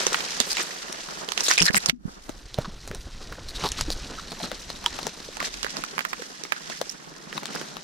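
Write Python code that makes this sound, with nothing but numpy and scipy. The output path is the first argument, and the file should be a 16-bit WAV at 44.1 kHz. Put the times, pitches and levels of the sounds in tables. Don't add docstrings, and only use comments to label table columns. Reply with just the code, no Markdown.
import sys
import numpy as np
from scipy import signal
from scipy.fft import rfft, irfft, next_fast_len
from scipy.io import wavfile
from scipy.ndimage import uniform_filter1d

SR = 44100
rng = np.random.default_rng(int(sys.argv[2]) if len(sys.argv) > 2 else 0)


def level_to_linear(level):
    exponent = np.asarray(level, float) / 20
    return 10 ** exponent


def waveform_to_disk(signal):
    frames = np.transpose(np.atleast_2d(signal))
    scaled = np.clip(frames, -1, 1) * 32767
    samples = np.round(scaled).astype(np.int16)
    wavfile.write(sys.argv[1], SR, samples)


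N = 345458
LEAD_S = 0.004


def evened(x):
    return x / np.sqrt(np.mean(x ** 2) + 1e-20)


def smoothed(x, span):
    return uniform_filter1d(uniform_filter1d(x, size=span), size=span)


def read(points, hz):
    f, value = np.transpose(points)
    return np.interp(np.log(hz + 1), np.log(f + 1), value)


def control(table, column):
    rows = np.array(table)
    return np.interp(np.arange(N) / SR, rows[:, 0], rows[:, column])


def mode(hz, ring_hz, width):
    return 1 / (1 + 1j * (hz ** 2 - ring_hz ** 2) / (hz * width + 1e-9))


def peaked(pair, db):
    return pair * level_to_linear(db) / abs(pair[0]).max()


# freq_hz, likeness (-1 to 1)
PORT_LIKENESS = [(60, 0.92), (130, 0.24), (290, 0.46), (640, -0.0015), (1410, -0.37), (3100, 0.47),
                 (6820, -0.19), (15000, 0.1)]


def ports(a, b, gain, size):
    hz = np.fft.rfftfreq(size, 1 / SR)
    same = np.clip(read(PORT_LIKENESS, hz), -0.95, 0.95)
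    side_share = np.sqrt((1 - same) / (1 + same))
    return irfft(np.array([rfft(a, size), rfft(b, size) * side_share]) * gain(hz), size)


def friction(spectrum, slips_per_s, spread_db, slip_s, bed, lumps_db, lump_s):
    sizes = level_to_linear(spread_db * np.minimum(rng.exponential(1, N), 3))
    slips = sizes * (rng.random(N) < slips_per_s / SR)
    jolts = evened(signal.lfilter([1], [1, -np.exp(-1 / (slip_s * SR))], slips))
    lumps = evened(smoothed(rng.standard_normal(N), max(round(lump_s * SR), 2)))
    a, b = rng.standard_normal((2, N)) * (bed + jolts) * level_to_linear(lumps_db * lumps)
    pair = ports(a, b, lambda hz: level_to_linear(read(spectrum, hz)), next_fast_len(N))[:, :N]
    return pair / pair[0].std()


# start_s (moment of the peak), rustle_db, cloth_db,
# fade_s (time to fall 10 dB; anything shorter acts as 0.03 s)
PUSHES = [(0.0, -33, -39.5, 0.0248), (0.13, -52, -42, 0.13), (0.597, -32.5, -39.5, 0.0272),
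          (1.22, -49, -49, -0.7), (1.401, -36, -42, -0.0548), (1.517, -27.5, -42.5, 0),
          (1.834, -43.5, -63, -0.43), (2.61, -44.5, -39.5, -0.08), (2.979, -77, -52, 0.12),
          (3.229, -47, -55, -1.67), (3.622, -35.5, -33.5, 0.06), (3.789, -32.5, -45, -0.15),
          (4.44, -38, -35, -0.17), (4.97, -41, -41.5, 0.17), (5.449, -32, -40, -0.03),
          (5.76, -43.5, -44.5, 0.33), (6.17, -52, -49, 0.2), (6.71, -40.5, -48, 0.1151),
          (7.37, -41.5, -44, -0.04), (7.568, -40.5, -39.5, 0.19)]
# time_s, rustle_db, cloth_db
REST = [(0, -39.5, -48), (1.3, -50.5, -49.5), (2.05, -57, -52), (2.45, -53.5, -52.5), (3.3, -51, -49),
        (4.0, -45.5, -45), (5.3, -47, -47.5), (6.4, -48, -52.5), (7.83, -53, -47.5)]
FADE_DB, RISE_SHARE = -10, 0.9


def pushed(column):
    t = np.arange(0, N + 256, 256) / SR
    rest_db = control(REST, column)
    power = level_to_linear(rest_db)[np.minimum(np.arange(len(t)) * 256, N - 1)] ** 2
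    for push in PUSHES:
        late = (t - push[0]) / max(push[3], 0.03)
        power = power + level_to_linear(push[column] + FADE_DB * np.maximum(late, -late / RISE_SHARE)) ** 2
    return np.interp(np.arange(N) / SR, t, np.sqrt(power))


# freq_hz, density_db (per Hz)
HISS_SPECTRUM = [(1000, -21), (4000, -11), (8000, 8), (14500, -1), (15200, -5), (15800, -48)]
HISS_DB = -67


def hiss():
    noise = friction(HISS_SPECTRUM, slips_per_s=50, spread_db=-1, slip_s=0.01, bed=20,
                     lumps_db=5.5, lump_s=0.05)
    return level_to_linear(HISS_DB) * noise


# freq_hz, density_db (per Hz)
RUMBLE_NARROW = [(8.8, -29), (15, 7), (43, -0.5), (108, -9), (146, -12), (200, -36), (260, -34.5),
                 (440, -120)]
# freq_hz, density_db (per Hz)
RUMBLE_OPEN = [(8.8, -28), (15, 1), (43, 13.5), (100, -26), (130, -43), (220, -120)]
# time_s, level_db
SHAKE = [(0, -57.5), (1.5, -59.5), (1.8, -51), (2.4, -46.5), (3.0, -38.5), (3.9, -35.5), (4.2, -46.5),
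         (5.1, -51), (5.5, -57.5), (6.3, -66), (7.83, -64)]


def rumble():
    full = friction(RUMBLE_NARROW, slips_per_s=5.5, spread_db=0.5, slip_s=0.04, bed=2.2,
                    lumps_db=2.2, lump_s=0.017)
    thin = friction(RUMBLE_OPEN, slips_per_s=8, spread_db=4, slip_s=0.037, bed=2.5,
                    lumps_db=3.0, lump_s=0.057)
    wide = np.clip(level_to_linear(control(IMAGE, column=1) - 1.0), 0, 1)
    return (wide * thin + np.sqrt(1 - wide ** 2) * full) * level_to_linear(control(SHAKE, column=1))


# freq_hz, density_db (per Hz)
CLOTH = [(53, -46), (90, -54), (144, 0.5), (189, 2), (496, -5), (904, -9.5), (1500, -9.5), (1950, -17.5),
         (3300, -120)]


def cloth():
    rub = friction(CLOTH, slips_per_s=31, spread_db=3, slip_s=0.008, bed=1.8, lumps_db=1.8, lump_s=0.025)
    return rub * pushed(column=2)


# freq_hz, density_db (per Hz)
RUSTLE = [(350, -14), (600, 3), (1350, 4), (1810, 10), (2110, 6.5), (2930, 7), (3610, 6.5), (5690, 8),
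          (12800, -10), (15000, -10), (15800, -57)]
# centre_hz, gain_db (on top of the rustle density)
CROWDS = [(1200, -1), (2400, 1), (4800, 1), (9600, 0.5)]


def rustle():
    mix = np.zeros((2, N))
    freqs = np.geomspace(300, 17000, 40)
    for centre_hz, db in CROWDS:
        density_db = read(RUSTLE, freqs) - 5.6 * np.log2(freqs / centre_hz) ** 2
        crowd = friction(np.column_stack([freqs, density_db]), slips_per_s=250, spread_db=2, slip_s=0.0033,
                         bed=0.75, lumps_db=1.0, lump_s=0.012)
        mix += crowd * level_to_linear(db + read(RUSTLE, centre_hz)) * np.sqrt(centre_hz)
    return mix / mix[0].std() * pushed(column=1)


# freq_hz, density_db (per Hz)
TICK = [(500, -16), (1500, -3), (4000, 0.5), (7000, 0.5), (11000, -9.5), (15000, -18), (16500, -47.5)]
TICKS_DB = -17


def ticks():
    flicks = friction(TICK, slips_per_s=50, spread_db=1, slip_s=0.0048, bed=0, lumps_db=-5.5, lump_s=0.035)
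    return flicks * level_to_linear(TICKS_DB) * pushed(column=1)


CRACKLE_DB, CRACKLES_PER_S = -8, 520
CRACKLE_CYCLES = 5.8


def crackle():
    size = level_to_linear(3.96 * np.minimum(rng.exponential(1, N), 4)) * (rng.random(N) < CRACKLES_PER_S / SR)
    twig = rng.integers(0, 24, N)
    t = np.arange(600) / SR
    out = np.zeros((2, N))
    for k, hz in enumerate(np.geomspace(700, 9000, 24)):
        decay_db = -60 * t * hz / (2 * CRACKLE_CYCLES)
        note = np.sin(2 * np.pi * hz * t) * t * hz * level_to_linear(decay_db + read(RUSTLE, hz)) * hz ** 0.5
        lean = np.array([[1], [rng.uniform(-1, 1)]])
        out += signal.oaconvolve(size * (twig == k), note)[:N] * lean
    return out / out[0].std() * level_to_linear(CRACKLE_DB) * pushed(column=1)


# start_s, level_db (mid peak before the final gains), pitch_hz,
# t60_s (held between 0.004 and 0.09 s)
KNOCKS = [(0.402, -26.5, 239, 0.034), (1.083, -41, 202, 0.045), (1.61, -19.5, 172, 0.11),
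          (1.702, -22, 202, 0.022), (1.74, -26, 205, 0.088), (1.771, -24, 194, 0.035),
          (1.886, -24, 164, 0.041), (1.928, -34, 243, 0.094), (2.053, -24.5, 179, 0.026),
          (2.078, -29, 200, 0.021), (2.293, -24.5, 293, 0.015), (2.585, -14.5, 130, 0.023),
          (2.677, -29.5, 186, 0.028), (2.906, -28, 187, 0.018), (3.649, -21.5, 410, 0.04),
          (3.88, -23.5, 312, 0.032), (4.426, -34, 190, 0.033), (4.862, -23, 950, 0.037),
          (5.287, -29.5, 490, 0.013), (6.194, -35, 490, 0.036)]


def knock(s, db, hz, t60, noise):
    t = np.maximum(np.arange(noise.shape[1]) / SR - LEAD_S, 0)
    ring = np.sin(2 * np.pi * hz * t) * (t * hz) ** 0.56 * level_to_linear(-60 * t / np.clip(t60, 0.004, 0.09))
    ring = ring * level_to_linear(3.4 * evened(smoothed(noise[1], span=100)))
    return peaked(np.array([ring, 0.57 * noise[0, 0] * ring]), db)


# start_s, level_db (mid peak before the final gains),
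# pitch_hz, t60_s (never below 0.004 s)
PINGS = [(0.067, -26, 3420, 0.0047), (0.145, -21, 3070, 0.0041), (1.487, -20, 6470, 0.0066),
         (1.513, -15, 5550, 0.0044), (1.572, -23, 3750, 0.0038), (1.603, -18.5, 5100, 0.0066),
         (1.629, -26, 5500, 0.0061), (1.681, -17, 4140, 0.0085), (1.692, -24.5, 1720, 0.013),
         (1.761, -17.5, 7640, 0.0038), (2.586, -23.5, 598, 0.023), (4.8613, -7, 3210, 0.0065),
         (6.056, -31, 1500, .008), (6.137, -30, 1200, 0.0066), (6.5225, -27, 2220, 0.0053),
         (6.8946, -20, 5450, .006), (7.378, -24, 3820, 0.0062), (7.561, -21.5, 1500, 0.0041),]


def ping(s, db, hz, t60, noise):
    return knock(s, db, hz, t60, noise)


# start_s, level_db (mid peak before the final gains), pitch_hz, length_s
SCRAPES = [(0.5013, -20.5, 4840, 0.032), (.528, -28, 5450, 0.011), (0.58, -29.5, 2420, 0.017),
           (0.6, -28, 1800, 0.018), (1.43, -21.5, 5400, 0.049), (1.458, -19, 3760, 0.025),
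           (1.481, -21.5, 3980, 0.019), (1.487, -22.5, 6900, 0.032), (1.51, -28.5, 1490, 0.018),
           (1.524, -25, 6700, 0.052), (1.578, -16.5, 2470, 0.039), (1.5988, -22, 2770, 0.025),
           (1.64, -15, 5000, 0.034), (1.66, -22, 1770, 0.017), (1.661, -24.5, 4060, 0.024),
           (1.674, -17.5, 1800, 0.022), (1.728, -29, 4970, .016), (1.764, -17, 1950, 0.022),
           (1.766, -18, 8550, 0.016), (1.802, -36, 4030, 0.0057), (1.881, -20, 4350, 0.022),
           (2.572, -25.5, 605, 0.026), (2.645, -27, 1190, 0.022), (2.912, -34, 400, 0.069),
           (3.4805, -26, 4330, 0.037), (3.551, -25.5, 3800, 0.029), (3.636, -13.5, 965, 0.045),
           (3.634, -17, 4400, 0.076), (3.718, -27, 2880, 0.023), (3.782, -27, 1300, 0.016),
           (3.915, -19.5, 4740, 0.023), (4.176, -26, 1310, 0.03), (4.3, -29, 4300, 0.042),
           (4.389, -31, 5760, 0.0073), (4.4, -26.5, 690, .02), (4.428, -23, 4170, 0.032),
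           (5.3967, -23, 1180, 0.026), (5.4586, -27, 3720, 0.052), (5.647, -32, 1550, 0.061),
           (6.085, -28.5, 5600, 0.027), (6.5507, -31.5, 1490, 0.04), (6.717, -30.5, 1860, 0.019),
           (6.762, -32, 5200, 0.048), (6.896, -24, 5900, 0.0081), (6.911, -29, 5900, .018),
           (7.541, -24, 4950, 0.028)]
HISS_SHARE = 0.2


def scrape(s, db, ring_hz, length, noise):
    t = np.arange(noise.shape[1]) / SR - LEAD_S
    stroke = np.sin(np.pi * np.clip(t / length, 0, 1) ** 0.45) ** 0.5
    ragged = level_to_linear(6.3 * evened(smoothed(noise[2], span=40)))
    a, b = noise[:2] * stroke * ragged
    share = HISS_SHARE * np.sqrt(ring_hz / 9000)

    def colour(hz):
        ring = 0.52 * mode(hz, ring_hz, 0.54 * ring_hz) ** 2 + mode(hz, ring_hz, 0.024 * ring_hz)
        return share * level_to_linear(read(CRACK, hz * (3000 / ring_hz) ** 0.5)) + (1 - share) * ring

    return peaked(ports(a, b, colour, len(t)), db)


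# start_s, crack_db (mid peak before the final gains), twig_hz, wood_hz,
# wood_db (mid peak before the final gains)
SNAPS = [(0.0668, -13, 6000, 407, -18.5), (0.1303, -19, 5760, 1300, -32), (0.144, -14.5, 1620, 1330, -43),
         (0.2052, -26, 2290, 1250, -35), (0.4017, -7.5, 3590, 636, -24.5), (0.5694, -16, 2450, 519, -47),
         (0.627, -25, 8100, 640, -46), (0.926, -26, 5700, 1120, -52), (1.0874, -41, 1530, 1010, -33.5),
         (1.288, -21.5, 2880, 746, -40), (1.3195, -21, 4300, 1070, -30.5), (1.3763, -17.5, 2950, 1070, -49),
         (1.4065, -17, 5450, 999, -46), (1.4837, -14.5, 4240, 378, -27), (1.5116, -10, 1710, 1300, -43),
         (1.5808, -14.5, 5100, 1290, -28), (1.6175, -14, 3130, 308, -26), (1.6232, -12, 5300, 544, -46),
         (1.7068, -25, 1790, 331, -34.5), (1.7449, -16.5, 1740, 1300, -14.5),
         (1.7544, -13.5, 5040, 830, -27), (1.8597, -14, 5340, 1140, -37), (1.8962, -7, 2350, 360, -42),
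         (2.2932, -30, 6270, 656, -27.5), (2.543, -19, 3700, 490, -34), (2.586, -44, 960, 540, -16.5),
         (2.6214, -33, 4150, 1140, -38), (2.876, -24, 6500, 480, -30.5), (2.913, -25.5, 1370, 510, -27),
         (2.9478, -23, 5900, 593, -30), (3.3242, -22.5, 1390, 1300, -51), (3.718, -12.5, 6400, 331, -49),
         (3.81, -11, 4900, 1240, -22), (3.903, -14, 4770, 610, -20.5), (4.3189, -22, 2330, 700, -27.5),
         (4.5156, -19.5, 1800, 550, -23.5), (4.7016, -20.5, 4170, 770, -23), (4.8415, -39, 1420, 840, -26),
         (4.8611, -10.5, 3470, 1010, -16.5), (4.989, -32, 1670, 800, -20.5), (5.0303, -20, 3900, 528, -33),
         (5.0677, -13.5, 5250, 527, -18), (5.2024, -30, 3900, 339, -41), (5.3692, -23.5, 6240, 842, -31.5),
         (5.4026, -17, 1630, 1220, -39), (5.4274, -18.5, 1710, 644, -24.5), (5.5414, -18.5, 2430, 821, -47),
         (5.6301, -15.5, 3230, 1310, -46), (5.6454, -18, 1750, 520, -23.5),
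         (5.6652, -22.5, 1670, 1150, -24), (5.7045, -24, 5430, 498, -49), (5.7684, -19.5, 4360, 650, -25),
         (5.838, -29, 1590, 1280, -19.5), (5.98, -19, 1470, 1080, -20.5), (5.9915, -15, 1470, 1080, -23),
         (6.0064, -20.5, 1680, 700, -31), (6.0505, -21.5, 1600, 1190, -19.5),
         (6.131, -19.5, 1490, 1050, -26), (6.2208, -24.5, 1550, 397, -29), (6.4365, -18.5, 5400, 415, -33),
         (6.4514, -23.5, 1470, 437, -31.5), (6.5217, -10.5, 1600, 785, -20.5),
         (6.699, -23.5, 2800, 729, -26), (6.8139, -18.5, 3870, 556, -15.5), (7.3277, -21, 1860, 607, -34),
         (7.378, -37, 3760, 1080, -20.5), (7.432, -32, 1770, 560, -24), (7.4561, -19.5, 3400, 1140, -30),
         (7.5493, -34, 5170, 410, -23.5), (7.6138, -23, 1350, 423, -24.5), (7.7681, -21, 1410, 1270, -28)]
# freq_hz, density_db (per Hz)
CRACK = [(130, -27), (400, -1.5), (1000, 0.5), (3000, 4.5), (7000, 5), (11000, -4.5), (15000, -26.5),
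         (16500, -55)]
# time_s, lean_db (nominal, positive to the left)
TWIG_SIDE = [(0, -0.5), (1.4, -3), (2.5, -3.5), (5.3, 4), (5.6, -12), (6.2, -16), (6.8, 0), (7.83, -2)]
SNAP_SCATTER_DB = 8
CRACK_S = 0.00052
BREAK_DB = 13


def snap(s, db, twig_hz, wood_hz, wood_db, noise):
    from_break = np.arange(noise.shape[1]) / SR - LEAD_S
    t = np.maximum(from_break, 0)
    burst = t / CRACK_S * np.exp(1 - t / CRACK_S)
    strain = 0.12 * np.exp(np.minimum(from_break, 0) / 0.0021) * (t == 0)
    ragged = level_to_linear(5.3 * evened(smoothed(noise[3], span=30)))
    splinters = 0.2 * ragged * np.minimum(t / 0.00079, 1) * level_to_linear(-60 * t / 0.078)
    stem_tail = 0.38 * np.minimum(t / 0.0018, 1) * level_to_linear(-60 * t / 0.054)
    a, b = noise[:2] * (burst + strain + splinters)
    c, d = noise[2:] * (burst + stem_tail)
    clean = level_to_linear(BREAK_DB) * (np.arange(len(t)) == round((LEAD_S + CRACK_S) * SR))
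    a, c = a + clean, c + clean
    duller = max((4000 / twig_hz) ** 0.6, 1)

    def twig_colour(hz):
        overtone = 0.5 * mode(hz, 1.73 * twig_hz, 0.074 * twig_hz)
        ring = mode(hz, twig_hz, 700 + 0.0074 * twig_hz) - overtone
        return 0.3 / duller * level_to_linear(read(CRACK, hz * duller)) + ring

    crack = ports(a, b, twig_colour, len(t))
    wood = ports(c, d, lambda hz: mode(hz, wood_hz, 0.41 * wood_hz) * (hz > 130), len(t))
    mid, side = peaked(crack, db) + peaked(wood, wood_db)
    pan_db = np.interp(s, *np.transpose(TWIG_SIDE)) + SNAP_SCATTER_DB * noise[0, 0]
    return np.array([mid, 0.65 * side + np.tanh(0.14 * pan_db) * mid])


# time_s, width_db (gain on the side),
# lean_db (nominal, positive to the left)
IMAGE = [(0, -0.5, 0), (.6, -0.5, -3.5), (1.2, 0, -2.5), (2.1, 4, -2.5), (2.4, -5.5, -1), (2.7, -25, -8.5),
         (3.5, -24.5, -2), (3.9, -22.5, 0), (4.1, -11.5, -3), (4.5, -5, 1), (5.2, -4.5, -1.5),
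         (5.6, 1.5, -1), (6.9, 0.5, -5), (7.2, -0.5, -2), (7.83, -1.5, -0.5)]


def stereo_image(mid, side):
    lean = np.tanh(0.069 * control(IMAGE, column=2))
    side = (side + lean * mid) * level_to_linear(control(IMAGE, column=1))
    return np.array([mid + side, mid - side])


def scene():
    layers = hiss() + rumble() + cloth() + rustle() + ticks() + crackle()
    mix = np.pad(layers, ((0, 0), (SR, SR)))
    for table, source in ((KNOCKS, knock), (PINGS, ping), (SCRAPES, scrape), (SNAPS, snap)):
        noises = rng.standard_normal((len(table), 4, 4096))
        for (s, *blow), noise in zip(table, noises):
            at = SR + round((s - LEAD_S) * SR)
            mix[:, at:at + noise.shape[1]] += source(s, *blow, noise)
    mid, side = mix[:, SR:SR + N]
    return stereo_image(mid, side)


# freq_hz, width_hz, peak_db
FOLDED = [(4000, 560, 4), (5900, 420, 1.5)]


def narrow_colour(x):
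    size = next_fast_len(N)
    hz = np.fft.rfftfreq(size, 1 / SR)
    gain = 1 + sum((level_to_linear(db) - 1) * mode(hz, f, width) for f, width, db in FOLDED)
    tinted = irfft(rfft(x, size) * gain, size)[:, :N]
    wide = np.clip(level_to_linear(control(IMAGE, column=1)), 0, 1) ** 5.1
    return wide * x + (1 - wide) * tinted


# time_s, gain_db
HUSH = [(1.9, 6.5), (1.925, -17.5), (1.98, -23), (2.04, -11.5), (2.065, 0.5)]
HUSH_HZ = 346


def hush(x):
    bass = signal.sosfiltfilt(signal.butter(N=6, Wn=HUSH_HZ, fs=SR, output="sos"), x)
    return bass + (x - bass) * level_to_linear(control(HUSH, column=1))


def roll_off(x):
    return signal.sosfilt(signal.butter(12, 16390, fs=SR, output="sos"), x)


def record(dry):
    clipped = np.clip(hush(narrow_colour(dry)), -1, 1)
    low_pass = signal.firwin(129, 16000, fs=SR)[None]
    mix = np.clip(signal.oaconvolve(clipped, low_pass, "same"), -1, 1)
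    return roll_off(mix)


dry = scene()
out = record(dry)
waveform_to_disk(out)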